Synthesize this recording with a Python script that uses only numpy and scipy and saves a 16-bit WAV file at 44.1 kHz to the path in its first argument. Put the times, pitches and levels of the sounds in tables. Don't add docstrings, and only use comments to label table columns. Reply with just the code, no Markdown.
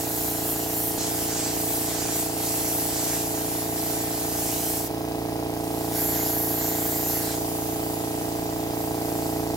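import sys
import numpy as np
from scipy import signal
from scipy.fft import rfft, irfft
from scipy.io import wavfile
from scipy.ndimage import uniform_filter1d

SR = 44100
rng = np.random.default_rng(int(sys.argv[2]) if len(sys.argv) > 2 else 0)


def unload_audio(sound):
    columns = np.transpose(np.atleast_2d(sound))
    steps = np.round(np.clip(columns, -1, 1) * 32767)
    wavfile.write(sys.argv[1], SR, steps.astype(np.int16))


N = 421596

SHAFT_HZ = 28.7125
# start in seconds, lag of the crank in turns.
STRETCH_STARTS = [(0, .225), (.98, .147), (4.88, 0)]


def gain_of(db):
    return 10 ** (np.asarray(db) / 20)


def read(points, hz):
    f, value = np.transpose(points)
    return np.interp(np.log(hz + 1), np.log(f + 1), value)


def follow(rows, t):
    position, *columns = np.transpose(rows)
    return [np.interp(t, position, column) for column in columns]


def stretch_at(t):
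    return np.searchsorted(np.transpose(STRETCH_STARTS)[0], t, "right") - 1


def by_stretch(curves, t):
    return np.choose(stretch_at(t), [np.array(follow(rows, t)) for rows in curves])


def drift(hz):
    spectrum = rfft(rng.standard_normal(N))
    slow = irfft(spectrum * (np.fft.rfftfreq(N, 1 / SR) < hz), N)
    return slow / slow.std()


def white(size):
    noise = rng.standard_normal((2, N)) * np.sqrt(SR / 2)
    return signal.stft(noise, SR, nperseg=size, noverlap=size - size // 4)


def ports(z, same, left_db, lead):
    same = np.clip(same, 0, 1)
    left = z[0] * lead * gain_of(left_db / 2)
    right = (same * z[0] + np.sqrt(1 - same ** 2) * z[1]) * gain_of(-left_db / 2)
    return np.array([left, right])


def sound(z):
    size = 2 * (z.shape[1] - 1)
    return signal.istft(z, nperseg=size, noverlap=size - size // 4)[1][:, :N]


def toward(hz, lead_ms=0.18):
    return np.exp(2j * np.pi * hz * lead_ms / 1000)


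def crank():
    t = np.arange(N) / SR
    lag = np.transpose(STRETCH_STARTS)[1]
    wobble = .0005 * drift(10)
    return SHAFT_HZ * t - lag[stretch_at(t)] + wobble


def compressor(turns, scatter=0.33, count=90, size=4096):
    # place in the turn (0-1), ring in Hz, width in Hz,
    # weight in dB against the other knocks, direction (1 push, -1 suck).
    knock_rows = [(0.316, 660, 302, -4.5, 1), (0.523, 350, 252, 0, 1), (0.597, 361, 172, 3, 1),
                  (0.629, 412, 250, -13.5, -1), (0.785, 560, 378, -7.5, 1), (0.844, 770, 316, 0, -1),
                  (0.867, 424, 380, -8, 1), (0.942, 108, 127, 9, -1), (0.022, 412, 340, 1, -1),
                  (0.071, 218, 257, 5, 1), (0.104, 755, 285, -11, -1)]
    # multiple of the shaft speed, relative level in dB, left minus right in dB.
    hum = [(1, -36.0, 0), (2, -12.5, -3), (3, -14.0, -4), (4, -5.0, -3), (5, -20.0, -3), (6, -7.0, -3),
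           (7, -22.0, -3), (8, -13.0, -3), (9, -10.5, -4), (10, -2.5, 0), (11, 0.0, -3), (12, -8.0, 2),
           (13, -12.5, -6), (14, -23.5, -3), (15, -3.0, -4), (16, -13.5, -1), (17, -11.0, -1),
           (18, -19.5, -8), (19, -20.0, -3), (20, -31.0, -2), (21, -11.0, -6), (22, -16.5, -5),
           (23, -7.0, -1), (24, -7.0, -6), (25, -15.0, 7), (26, -22.0, -5), (27, -12.0, -2), (28, -9.5, -4),
           (29, -11.5, -3), (30, -24.5, 1), (31, -19.0, -5), (32, -19.0, -12), (33, -19.5, -3),
           (34, -18.5, 5), (35, -21.0, -2), (36, -27.0, -5), (37, -29.0, 9), (38, -21.5, 5),
           (39, -26.0, -8), (40, -31.0, 1), (41, -35.0, -6), (42, -28.0, 2), (43, -35.5, 5),
           (44, -30.0, -7), (45, -26.5, -4), (46, -29.0, -1)]
    # frequency in Hz, relative level in dB.
    buzz = [(1350, -37), (1500, -53), (1610, -29), (1780, -82), (1910, -28.5), (2100, -49), (2600, -37)]
    # time in seconds, level in dB.
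    load = [(0, -31.5), (4.86, -31), (4.88, -35), (4.9, -30), (6, -28.6), (7.5, -30), (8.6, -29.5),
            (9.5, -27.5)]
    order = np.arange(1, count + 1)
    hz = order * SHAFT_HZ
    knocks = 0
    for place, ring, width, db, way in knock_rows:
        response = 1 / (1 + ((hz - ring) / width) ** 2 / 2) ** 2
        knocks = knocks + np.sign(way) * gain_of(db) * np.exp(-2j * np.pi * order * place) * response
    hum_db, left_db = follow(hum, order)
    strength = gain_of(np.where(order <= len(hum), hum_db, read(buzz, hz)))
    harmonics = strength * knocks / abs(knocks)
    stir = scatter * np.minimum(hz / 800, 2) * rng.standard_normal(count) / 2
    apart = toward(np.minimum(hz, 1300) / 2) * np.exp(1j * stir) * gain_of(left_db / 2)
    pair = harmonics * np.array([apart, 1 / apart]) / np.maximum(abs(apart + 1 / apart), 1)
    cycle = irfft(np.pad(pair, ((0, 0), (1, 0))), size)
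    cycle /= cycle.mean(0).std()
    place_in_cycle = np.arange(size) / size
    chug = np.array([np.interp(turns, place_in_cycle, side, period=1) for side in cycle])
    flutter_db = .2 * drift(20)
    return chug * gain_of(follow(load, np.arange(N) / SR)[0] + flutter_db)


def valves(turns):
    # place in the turn (0-1), spread in turns, gain in dB.
    puffs = [(.03, .014, 6), (.08, .028, 0), (.2, .015, -3), (.245, .012, -3), (.42, .022, -4),
             (.85, .08, -13)]
    # frequency in Hz, level in dB per Hz.
    air_colour = [(600, -97), (1500, -85), (2700, -89), (3400, -87), (4200, -79), (5300, -80), (6300, -79),
                  (8000, -88), (16000, -96)]
    whistle_hz, whistle_width_hz, whistle_gain_db = 5020, 40, 5
    hz, t, z = white(size=512)
    hz = hz[:, None]
    pair = ports(z, same=0.088, left_db=-4.0, lead=toward(np.minimum(hz, 600)))
    air = sound(pair * gain_of(read(air_colour, hz)))
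    power = 0
    for place, spread, db in puffs:
        distance = (turns - place + .5) % 1 - .5
        power = power + gain_of(db) ** 2 * np.exp(-(distance / spread) ** 2)
    whistle = signal.lfilter(*signal.iirpeak(whistle_hz, whistle_hz / whistle_width_hz, SR), air)
    return air * np.sqrt(power) + gain_of(whistle_gain_db) * whistle


def spray_gun(same=0.52, patchy_db=1.8, sputter_db=0.26, mirror_hz=2500):
    # time in seconds, nozzle fizz in dB,
    # rush and roar together in dB, roar against rush in dB, lag of the left port in ms.
    jet = [
        [(0, -32.5, -38, -6, .002)],
        [(1, -37, -34, -9.5, .025), (3.19, -36, -34, -11, .028), (3.26, -35.5, -39, -7.5, 0.03),
         (4.3, -35.5, -39, -6.5, 0.033), (4.48, -31, -34, -14, 0.016), (4.87, -36, -41.5, -8, 0.014)],
        [(5.48, -47, -61, -12, .002), (5.7, -40, -46.5, -10, .002), (5.9, -37, -42.5, -4, .002),
         (5.97, -27.5, -35.5, 0.5, .002), (6.5, -30.5, -35.5, 1, .002), (7.2, -28.5, -37.5, -3, .002),
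         (7.34, -36, -35, -5, .002), (7.39, -35.5, -44, -12, 0.048), (8.55, -42, -47.5, -5, 0.038),
         (9.5, -44, -48, -6, .013)],
    ]
    # time in seconds, delay in ms, strength in the treble (0-1).
    panel_echo = [
        [(0, .755, 0.2), (.6, 0.7, 0.2), (.97, 0.657, 0.4)],
        [(4.4, 1.2, .03), (4.6, 1, .33), (4.87, 0.87, .36)],
        [(5.6, .37, 0.1), (5.82, 0.24, .3), (6.02, 0.16, 0.4), (6.5, 0.17, 0.47), (6.88, 0.13, 0.35),
         (7.2, 0.18, 0.44), (7.5, 0.37, 0), (7.72, .29, .32), (7.9, .24, .32), (8.2, .36, 0)],
    ]
    # frequency in Hz, relative level in dB.
    fizz_colour = [(5000, -52), (8200, -8.5), (9300, -7), (10500, -4), (11500, -1.5), (12600, 0),
                   (14200, -1), (16000, -4)]
    rush_colour = [(900, -6.5), (2000, -8.5), (2900, -3.5), (3700, -5.5), (4300, -2.5), (5500, 1),
                   (6400, 2), (7300, 3), (7950, 4), (8400, 0.5), (10000, -6.5), (14000, -33)]
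    roar_colour = [(500, -24), (1150, -9), (1500, 0.5), (2000, 0.5), (2500, -9), (4500, 0), (6300, -18),
                   (6800, -1.5), (7100, 5.5), (7500, -2), (8000, -29), (12000, -40)]
    # time in seconds, pitch factor.
    fizz_pitch = [(.9, 0.97), (1.1, 0.98), (6.05, .96), (6.5, .99), (6.7, 0.96), (7, 1.01), (7.25, 0.97),
                  (7.55, 0.96), (7.85, 0.99), (8.1, 0.9), (8.5, 1.05), (9.5, 0.96)]
    # frequency in Hz, left minus right in dB.
    gun_side = [(1300, -5), (4400, -1.5), (7200, -4.5), (8300, 2.5), (9500, 4), (12000, -1), (16000, 0.5)]
    fizz_narrowing = 1
    hz, t, z = white(size=512)
    hz = hz[:, None]
    fizz_db, rush_db, roar_db, lag_ms = by_stretch(jet, t)
    fizz_db, rush_db = swings(t) + [fizz_db, rush_db]
    delay_ms, echo = by_stretch(panel_echo, t)
    phase_per_ms = -2j * np.pi * hz / 1000
    bounce = echo * hz / (hz + mirror_hz)
    comb = 1 / abs(1 - bounce * np.exp(phase_per_ms * delay_ms)) ** 2
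    late = np.exp(phase_per_ms * lag_ms)
    common = (1 + same * late.real) / 2
    plain_db = rush_db - 10 * np.log10(1 + gain_of(roar_db) ** 2)
    roar_share = 1 - gain_of(plain_db - rush_db) ** 2
    pitched_fizz_db = read(fizz_colour, hz / follow(fizz_pitch, t)[0])
    layers = [(pitched_fizz_db * (1 + fizz_narrowing * roar_share), fizz_db),
              (read(rush_colour, hz), plain_db),
              (read(roar_colour, hz), plain_db + roar_db)]
    power = 0
    for colour_db, level_db in layers:
        shape = gain_of(colour_db) ** 2 * comb
        power = power + gain_of(level_db) ** 2 * shape / ((shape * common).sum(0) * hz[1])
    patches = uniform_filter1d(rng.standard_normal(power.shape), size=5, axis=0)
    patches = uniform_filter1d(patches, size=20, axis=1)
    turbulence = gain_of(patchy_db * patches / patches.std())
    pair = ports(z, same, read(gun_side, hz), late) * np.sqrt(power) * turbulence
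    return sound(pair) * gain_of(sputter_db * drift(150))


def swings(t):
    # middle in seconds, length at half height in seconds, change of fizz in dB, change of rush in dB.
    swing_rows = [(.23, .22, 3.5, 0.5), (0.49, 0.099, 4.5, 0), (.82, .19, 4.5, 0), (1.2, 0.21, 4, -2),
                  (1.42, .18, -1, 1.5), (1.72, .34, 5, -3), (2.203, .13, 5.5, 0), (2.32, 0.18, -1, -4),
                  (2.537, 0.28, 4.5, -1.5), (2.792, 0.22, 5, -2.5), (3.09, 0.2, 4, 0), (3.55, .2, 0.5, 0),
                  (3.708, .1, -1.5, -3), (3.87, 0.2, 1.5, 2), (4.727, .22, 4, 2.5), (6.057, .16, 1, -2),
                  (6.457, 0.27, 2.5, -4), (7.123, 0.11, 0.5, 1), (8.83, .1, 3, 1.5), (9.2, 0.41, 4, 3)]
    edge = 3.5
    total = 0
    for middle, length, fizz_db, rush_db in swing_rows:
        swell = .5 ** abs(2 * (t - middle) / length) ** edge
        total = total + np.outer([fizz_db, rush_db], swell)
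    return total


def yard():
    # frequency in Hz, level in dB per Hz.
    yard_colour = [(20, -85), (65, -69), (130, -72), (200, -73), (320, -68.5), (440, -67.5), (540, -73),
                   (720, -68), (1250, -80), (2500, -80), (5300, -84), (8600, -85.5), (12000, -86),
                   (16000, -81)]
    hz, t, z = white(size=2048)
    hz = hz[:, None]
    pair = ports(z, same=0.59, left_db=-0.5, lead=toward(hz))
    return sound(pair * gain_of(read(yard_colour, hz)))


def scene():
    turns = crank()
    return compressor(turns) + valves(turns) + yard() + spray_gun()


def record(dry):
    edge_hz = 15850
    lowpass = signal.firwin(511, edge_hz, window=("kaiser", 9), fs=SR)
    return signal.oaconvolve(dry, lowpass[None], "same")


dry = scene()
out = record(dry)
unload_audio(out)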